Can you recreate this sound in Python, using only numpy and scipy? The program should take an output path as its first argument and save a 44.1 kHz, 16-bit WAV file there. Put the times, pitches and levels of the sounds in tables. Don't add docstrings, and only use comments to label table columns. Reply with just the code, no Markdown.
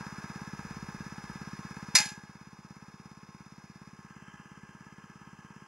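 import sys
import numpy as np
from scipy import signal
from scipy.fft import rfft, irfft, next_fast_len
from scipy.io import wavfile

SR = 44100
rng = np.random.default_rng(int(sys.argv[2]) if len(sys.argv) > 2 else 0)


def master_out(mix):
    frames = np.transpose(np.atleast_2d(mix))
    ceiling = np.clip(frames, -1, 1)
    pcm = np.round(ceiling * 32767).astype(np.int16)
    wavfile.write(sys.argv[1], SR, pcm)


N = 250047
TIME = np.arange(N) / SR


def from_db(db):
    return 10 ** (np.asarray(db) / 20)


def rms_one(x):
    return x / np.sqrt(np.mean(x ** 2) + 1e-20)


def in_time(rows):
    s, *columns = np.transpose(rows)
    return [np.interp(TIME, s, column) for column in columns]


def at_hz(points, hz):
    known_hz, level_db = np.transpose(points)
    return np.interp(np.log(np.maximum(hz, 1)), np.log(known_hz), level_db)


def colour(x, spectrum):
    size = 2 ** 13
    gain = rms_one(from_db(at_hz(spectrum, np.fft.rfftfreq(size, 1 / SR))))
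    cepstrum = irfft(np.log(gain))[:size // 2]
    cepstrum[1:] *= 2
    response = irfft(np.exp(rfft(cepstrum, size)))[:size // 2]
    return signal.oaconvolve(x, response)[:N]


def resonate(x, hz, width_hz):
    r = np.exp(-np.pi * width_hz / SR)
    zeros = np.array([1, 0, -1]) * (1 - r * r) / 2
    poles = [1, -2 * r * np.cos(2 * np.pi * hz / SR), r * r]
    return signal.lfilter(zeros, poles, x + 1e-18)


def ring(x, hz, t60_s):
    r = from_db(-60 / (t60_s * SR))
    w = 2 * np.pi * hz / SR
    return signal.lfilter([0, np.sin(w)], [1, -2 * r * np.cos(w), r * r], x + 1e-18)


def smooth(x, lag_s):
    r = np.exp(-1 / (lag_s * SR))
    return signal.lfilter([1 - r], [1, -r], x)


def high_pass(x, cut_hz):
    return signal.sosfilt(signal.butter(2, cut_hz, "high", fs=SR, output="sos"), x)


def clicks(times_s, sizes):
    inside = (times_s >= 0) & (times_s < TIME[-1])
    return np.bincount((times_s[inside] * SR).astype(int), sizes[inside], N)


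def dying(start_s, decay_s):
    return (TIME >= start_s) * np.exp(-np.maximum(TIME - start_s, 0) / decay_s)


def bump(x, centre, width):
    return np.exp(-.5 * ((x - centre) / width) ** 2)


# [hz, level_db_per_hz]
WIND = [(15, -13.5), (45, -0.5), (90, -1), (200, -14.5), (600, -41)]
# [centre_s, peak_db, width_s]
GUSTS = [(.65, -63, .06), (0.845, -60.5, .2), (1.35, -63, 0.073)]
CALM_DB = -79


def breeze():
    gusts = sum(from_db(peak_db) * bump(TIME, centre_s, width_s) for centre_s, peak_db, width_s in GUSTS)
    return (from_db(CALM_DB) + gusts) * colour(rng.standard_normal(N), WIND)


# [delay_s, level_db]
ECHOES = [(0.033, -24.5), (0.102, -22.5), (.135, -27)]
# [hz, level_db_per_hz]
YARD = [(240, -41.5), (400, -19), (680, -22.5), (854, -2), (1140, -17), (1640, -5), (3290, -9.5),
        (6220, -7.5), (7580, -12.5), (8060, -20.5), (10900, -11), (12900, -42.5), (15000, -36)]


def yard(x, scatter_db, scatter_s, build_s):
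    echoes = sum(from_db(level_db) * np.interp(TIME - delay_s, TIME, x, left=0) for delay_s, level_db in ECHOES)
    lingering = np.sqrt(smooth(smooth(x ** 2, scatter_s), build_s) + 1e-18)
    wash = lingering * colour(rng.standard_normal(N), YARD)
    return x + echoes + from_db(scatter_db) * wash


# [hz, level_db_per_hz]
CRACK = [(240, -65.5), (400, -32), (1000, -16.5), (1360, -19.5), (2030, -5.5), (2220, -13.5), (2470, -5.5),
         (3160, -24), (3680, -8), (5070, 0), (7790, -11), (10400, -13), (12100, -18.5), (12900, -41.5),
         (15500, -37.5)]
# [start_s, level_db, decay_s]
FRACTURES = [(1.9503, -19, .004), (1.9531, -11, 0.0075), (1.9588, -20.5, .006), (1.9668, -23, 0.0035),
             (1.9738, -31.5, .003), (1.985, -22.5, 0.0073), (1.9949, -35, .004), (2.002, -30, .006)]


def log_crack(rise_s, grain_db, grain_s):
    force = sum(from_db(level_db) * dying(start_s, decay_s) for start_s, level_db, decay_s in FRACTURES)
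    grain = rms_one(smooth(rng.standard_normal(N), grain_s))
    clumps = rms_one(from_db(grain_db * grain))
    return colour(smooth(force, rise_s) * clumps * rng.standard_normal(N), CRACK)


# [pitch_hz, level_db, t60_s before load damping]
BEAM = [(640, -17, .35), (845, -15, .8), (1023, -13, .3), (1297, -15, .37), (1492, -7, .3),
        (1622, -13, 1.4), (1690, -13, 1.4), (1760, -9, .25), (2082, -5, .28), (2277, -7, .3),
        (2487, -7, .3), (2568, -10, .35), (2751, -10, .2), (3585, -12, .25), (3807, -5, .2),
        (4351, -6, .27), (4506, 0, .22), (4748, -6, .22), (5011, -2, .15), (5153, -1, .22), (5717, -7, .26),
        (6125, -6, .22), (6340, -5, .3), (6875, -11, .35), (7301, -6, .33), (8848, -18, .33),
        (9145, -13, .21), (9765, -18, .3), (10115, -14, .23), (10603, -11, .42)]
BEAM_DAMPING_S = 0.501


def beam_clank(level_db):
    start_s, jolt_db, _ = np.transpose(FRACTURES)
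    clank = 0
    for pitch_hz, mode_db, t60_s in BEAM:
        jolts = from_db(jolt_db) * rng.choice([-1, 1], len(start_s))
        clank = clank + from_db(level_db + mode_db) * ring(clicks(start_s, jolts), pitch_hz, t60_s)
    return clank * dying(start_s[0], BEAM_DAMPING_S)


def log_split():
    crack = from_db(2.0) * log_crack(rise_s=.0007, grain_db=3.0, grain_s=0.00035)
    blow = crack + beam_clank(level_db=-15)
    return yard(blow, scatter_db=-13.5, scatter_s=0.024, build_s=0.014)


SWELL_DB, SWELL_AT_MS, SWELL_WIDTH_MS = 1.5, -1.0, 3.5
LULL_DB, LULL_AT_MS, LULL_WIDTH_MS = -2.5, 27, 4.6


def gas_rush(cycle, speed_hz):
    def near(at_ms, width_ms):
        phase = (cycle - speed_hz * at_ms / 1000 + .5) % 1
        return bump(phase, .5, speed_hz * width_ms / 1000)
    swell_db = SWELL_DB * near(SWELL_AT_MS, SWELL_WIDTH_MS)
    lull_db = LULL_DB * near(LULL_AT_MS, LULL_WIDTH_MS)
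    return rms_one(from_db(swell_db + lull_db))


def fins(x, ring_db, ring_s):
    t = TIME[:SR // 25]
    response = rng.standard_normal(len(t)) * np.exp(-t / ring_s)
    response = response / np.linalg.norm(response)
    return rms_one(x + from_db(ring_db) * signal.oaconvolve(x, response)[:N])


# [hz, level_db_per_hz]
HISS_SIDE = [(300, -0.5), (650, -2.5), (900, -0.5), (2500, 1.5), (3150, -13), (3600, -4), (4050, -8.5),
             (5000, -2), (6600, -3.5), (8350, -19.5), (9400, -9.5), (11500, -20), (13300, -25.5),
             (15000, -22)]
HISS_FRONT = [(300, 12.5), (600, -2.5), (900, -7.5), (2000, 2.5), (2400, 2), (2950, 7.5), (3700, -14.5),
              (5000, -4.5), (6300, 1.5), (8000, -8), (9600, -8), (11500, -20), (15000, -17.5)]
PUMP_TEETH_PER_CYCLE = 22


def hiss(cycle, rush, knocks, front, tooth_depth, tick_s, tick_db):
    teeth = 1 + tooth_depth * np.cos(2 * np.pi * PUMP_TEETH_PER_CYCLE * cycle)
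    ticks = from_db(tick_db) * rms_one(smooth(knocks, tick_s))
    strength = np.hypot(rush * teeth, ticks)
    noise = fins(strength * rng.standard_normal(N), ring_db=-5.5, ring_s=0.0036)
    return (1 - front) * colour(noise, HISS_SIDE) + front * colour(noise, HISS_FRONT)


GEAR_TEETH, WHINE_DB = 31, -14


def gear_whine(cycle):
    return from_db(WHINE_DB) * rms_one(np.sin(2 * np.pi * GEAR_TEETH * 2 * cycle))


# [after_firing_ms, level_db relative]
CONTACTS = [(-8.5, -2.5), (-4.5, -3), (-1.5, -0.5), (0.68, -1), (4.5, -10), (9.5, -2.5), (13.5, -2),
            (16.5, -4.5), (21.5, -4), (26.5, -7.5), (32, -4), (34, -3), (38, -2.5), (43, -5.5), (47, -8.5)]
# [pitch_hz, width_hz, level_db relative]
BLOCK = [(430, 86, -12), (632.5, 25, -8.5), (830.3, 40, -0.5), (949, 45, -1.5), (1064, 9, 6.5),
         (1107, 27, 0), (1206, 77, -3), (1302, 38, 0.5), (1422, 90, -8.5), (1610, 45, 1), (1712.5, 40, 0),
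         (2057, 86, -11.5), (2500, 160, -22)]
SHADED_ABOVE_HZ = 1050


def clatter(firings_s, rush, tilt_db, jitter_s, uneven_db, stroke_db, rattle_db):
    knocks = 0
    effort_db = stroke_db * rng.standard_normal(len(firings_s))
    for after_ms, level_db in CONTACTS:
        late, strength = rng.standard_normal((2, len(firings_s)))
        times_s = firings_s + after_ms / 1000 + jitter_s * late
        knocks = knocks + clicks(times_s, from_db(level_db + effort_db + uneven_db * strength))
    drive = rms_one(knocks) + from_db(rattle_db) * rush * rng.standard_normal(N)
    body = 0
    for k, (pitch_hz, width_hz, level_db) in enumerate(BLOCK):
        octaves_up = np.log2(max(pitch_hz / SHADED_ABOVE_HZ, 1))
        gain = (-1) ** k * from_db(level_db + tilt_db * octaves_up)
        body = body + gain * resonate(drive, pitch_hz, width_hz)
    return rms_one(body), knocks


INTAKE_SHUT_MS, AIRBOX_HZ, AIRBOX_WIDTH_HZ = 22.5, 367, 90
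AIRBOX_DB = -23.5


def airbox(firings_s):
    shut = clicks(firings_s + INTAKE_SHUT_MS / 1000, np.ones(len(firings_s)))
    pop = resonate(resonate(shut, AIRBOX_HZ, AIRBOX_WIDTH_HZ), AIRBOX_HZ, AIRBOX_HZ)
    return from_db(AIRBOX_DB) * rms_one(pop)


# [after_firing_ms, build_ms, shut_ms, level_db relative]
STROKES = [(0, 0.83, 0.64, -1), (15.2, 2.5, 0.33, -11.5)]
# [pitch_hz, width_hz, level_db against the muffler box]
PIPE = [(309, 19, -8.5), (380.3, 8.2, -5), (432.4, 25, -5), (523, 19, -11.5)]


def gas_strokes(firings_s, box_hz, box_width_hz, low_cut_hz, uneven_db):
    sizes = from_db(uneven_db * rng.standard_normal(len(firings_s)))
    ms = np.arange(-SR // 100, SR // 100 + 1) * 1000 / SR
    flow = 0
    for after_ms, build_ms, shut_ms, level_db in STROKES:
        gulp = bump(ms, 0, np.where(ms < 0, build_ms, shut_ms))
        strokes = clicks(firings_s + after_ms / 1000, sizes)
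        flow = flow - from_db(level_db) * signal.oaconvolve(strokes, gulp, "same")
    boom = resonate(flow, box_hz, box_width_hz)
    for pitch_hz, width_hz, level_db in PIPE:
        boom = boom + from_db(level_db) * resonate(flow, pitch_hz, width_hz)
    return rms_one(high_pass(boom, low_cut_hz))


# [time_s, firings_hz]
SPEED = [(0.0, 17.113), (0.68, 17.119), (0.85, 16.69), (1.12, 17.169), (1.75, 16.926), (2.03, 17.334),
         (2.15, 16.952), (2.77, 17.016), (2.92, 17.223), (3.37, 17.226), (3.58, 16.912), (3.92, 17.293),
         (4.47, 16.977), (4.67, 17.177), (5.67, 17.241)]
# [time_s, level_db, treble_tilt_db_per_octave]
CLATTER_HEARD = [(0, -47.5, 1), (.45, -50, 1), (1.9, -51, 0), (3.25, -50.5, -8), (3.85, -51, -1.5),
                 (4.25, -49, 4.5), (4.8, -50, 2), (5.67, -49, -0.5)]
# [time_s, front_share of the hiss 0-1]
FRONT = [(3.2, 0.18), (3.85, 0.2), (4.25, 1), (4.8, 0.8), (5.67, 0.86)]
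FIRST_FIRING_S = .0082
EXHAUST_DB, SAG_DB = -45, 1
HISS_DB, HISS_FOLLOWS, HISS_FRONT_DB = -52.5, .35, -1
HISS_LOW_CUT_HZ = 70
RASP_HZ, RASP_WIDTH_HZ, RASP_DB = 2954, 560, -2
RASP_BEAMING = 5.1


def engine():
    speed_hz, = in_time(SPEED)
    cycle = np.cumsum(speed_hz) / SR
    firings_s = np.interp(np.arange(int(cycle[-1]) + 1), cycle, TIME) + FIRST_FIRING_S
    rush = gas_rush(cycle - FIRST_FIRING_S * speed_hz, speed_hz)
    clatter_db, tilt_db = in_time(CLATTER_HEARD)
    front = np.clip(in_time(FRONT)[0], 0, 1)
    exhaust_db = EXHAUST_DB + SAG_DB * (speed_hz.mean() - speed_hz)
    hiss_db = HISS_DB + HISS_FOLLOWS * (clatter_db - clatter_db.mean()) + HISS_FRONT_DB * front

    thuds = gas_strokes(firings_s, box_hz=185.5, box_width_hz=83.6, low_cut_hz=78, uneven_db=0.82)
    thuds = thuds + airbox(firings_s)
    metal, knocks = clatter(firings_s, rush, tilt_db, jitter_s=.00006, uneven_db=1.25,
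                            stroke_db=0.9, rattle_db=-3.5)
    metal = metal + gear_whine(cycle)
    air = hiss(cycle, rush, knocks, front, tooth_depth=0.2, tick_s=.0012, tick_db=-8.0)
    air = high_pass(air, HISS_LOW_CUT_HZ)
    rasp = from_db(RASP_DB) * front ** RASP_BEAMING * resonate(air, RASP_HZ, RASP_WIDTH_HZ)
    return from_db(exhaust_db) * thuds + from_db(clatter_db) * metal + from_db(hiss_db) * (air + rasp)


PORT_LAG_S = .000021


def microphones(x, shared_below_hz):
    size = next_fast_len(N + SR // 10)
    hz = np.fft.rfftfreq(size, 1 / SR)
    unshared = hz ** 2 / (hz ** 2 + shared_below_hz ** 2)
    lag = np.exp(-1j * np.pi * hz * PORT_LAG_S * unshared)
    return irfft(rfft(x, size) * np.array([lag, 1 / lag]), size)[:, :N]


def scene():
    return microphones(breeze() + log_split() + engine(), shared_below_hz=680)


def gain_control(x, threshold_db, most_db, attack_s, sink_db_per_s):
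    peak_db = 20 * np.log10(np.abs(x).max(axis=0) + 1e-9)
    over_db = np.clip(peak_db - threshold_db, 0, most_db)
    sink_db = sink_db_per_s * TIME
    held_db = np.maximum.accumulate(over_db - sink_db) + sink_db
    return x * from_db(-smooth(smooth(held_db, attack_s), attack_s))


CUTOFF_HZ = 15750


def record(dry):
    levelled = gain_control(dry, threshold_db=-18, most_db=8.0, attack_s=0.077, sink_db_per_s=0.16)
    top_cut = signal.ellip(12, .1, 80, CUTOFF_HZ, fs=SR, output="sos")
    return signal.sosfilt(top_cut, np.tanh(levelled))


dry = scene()
out = record(dry)
master_out(out)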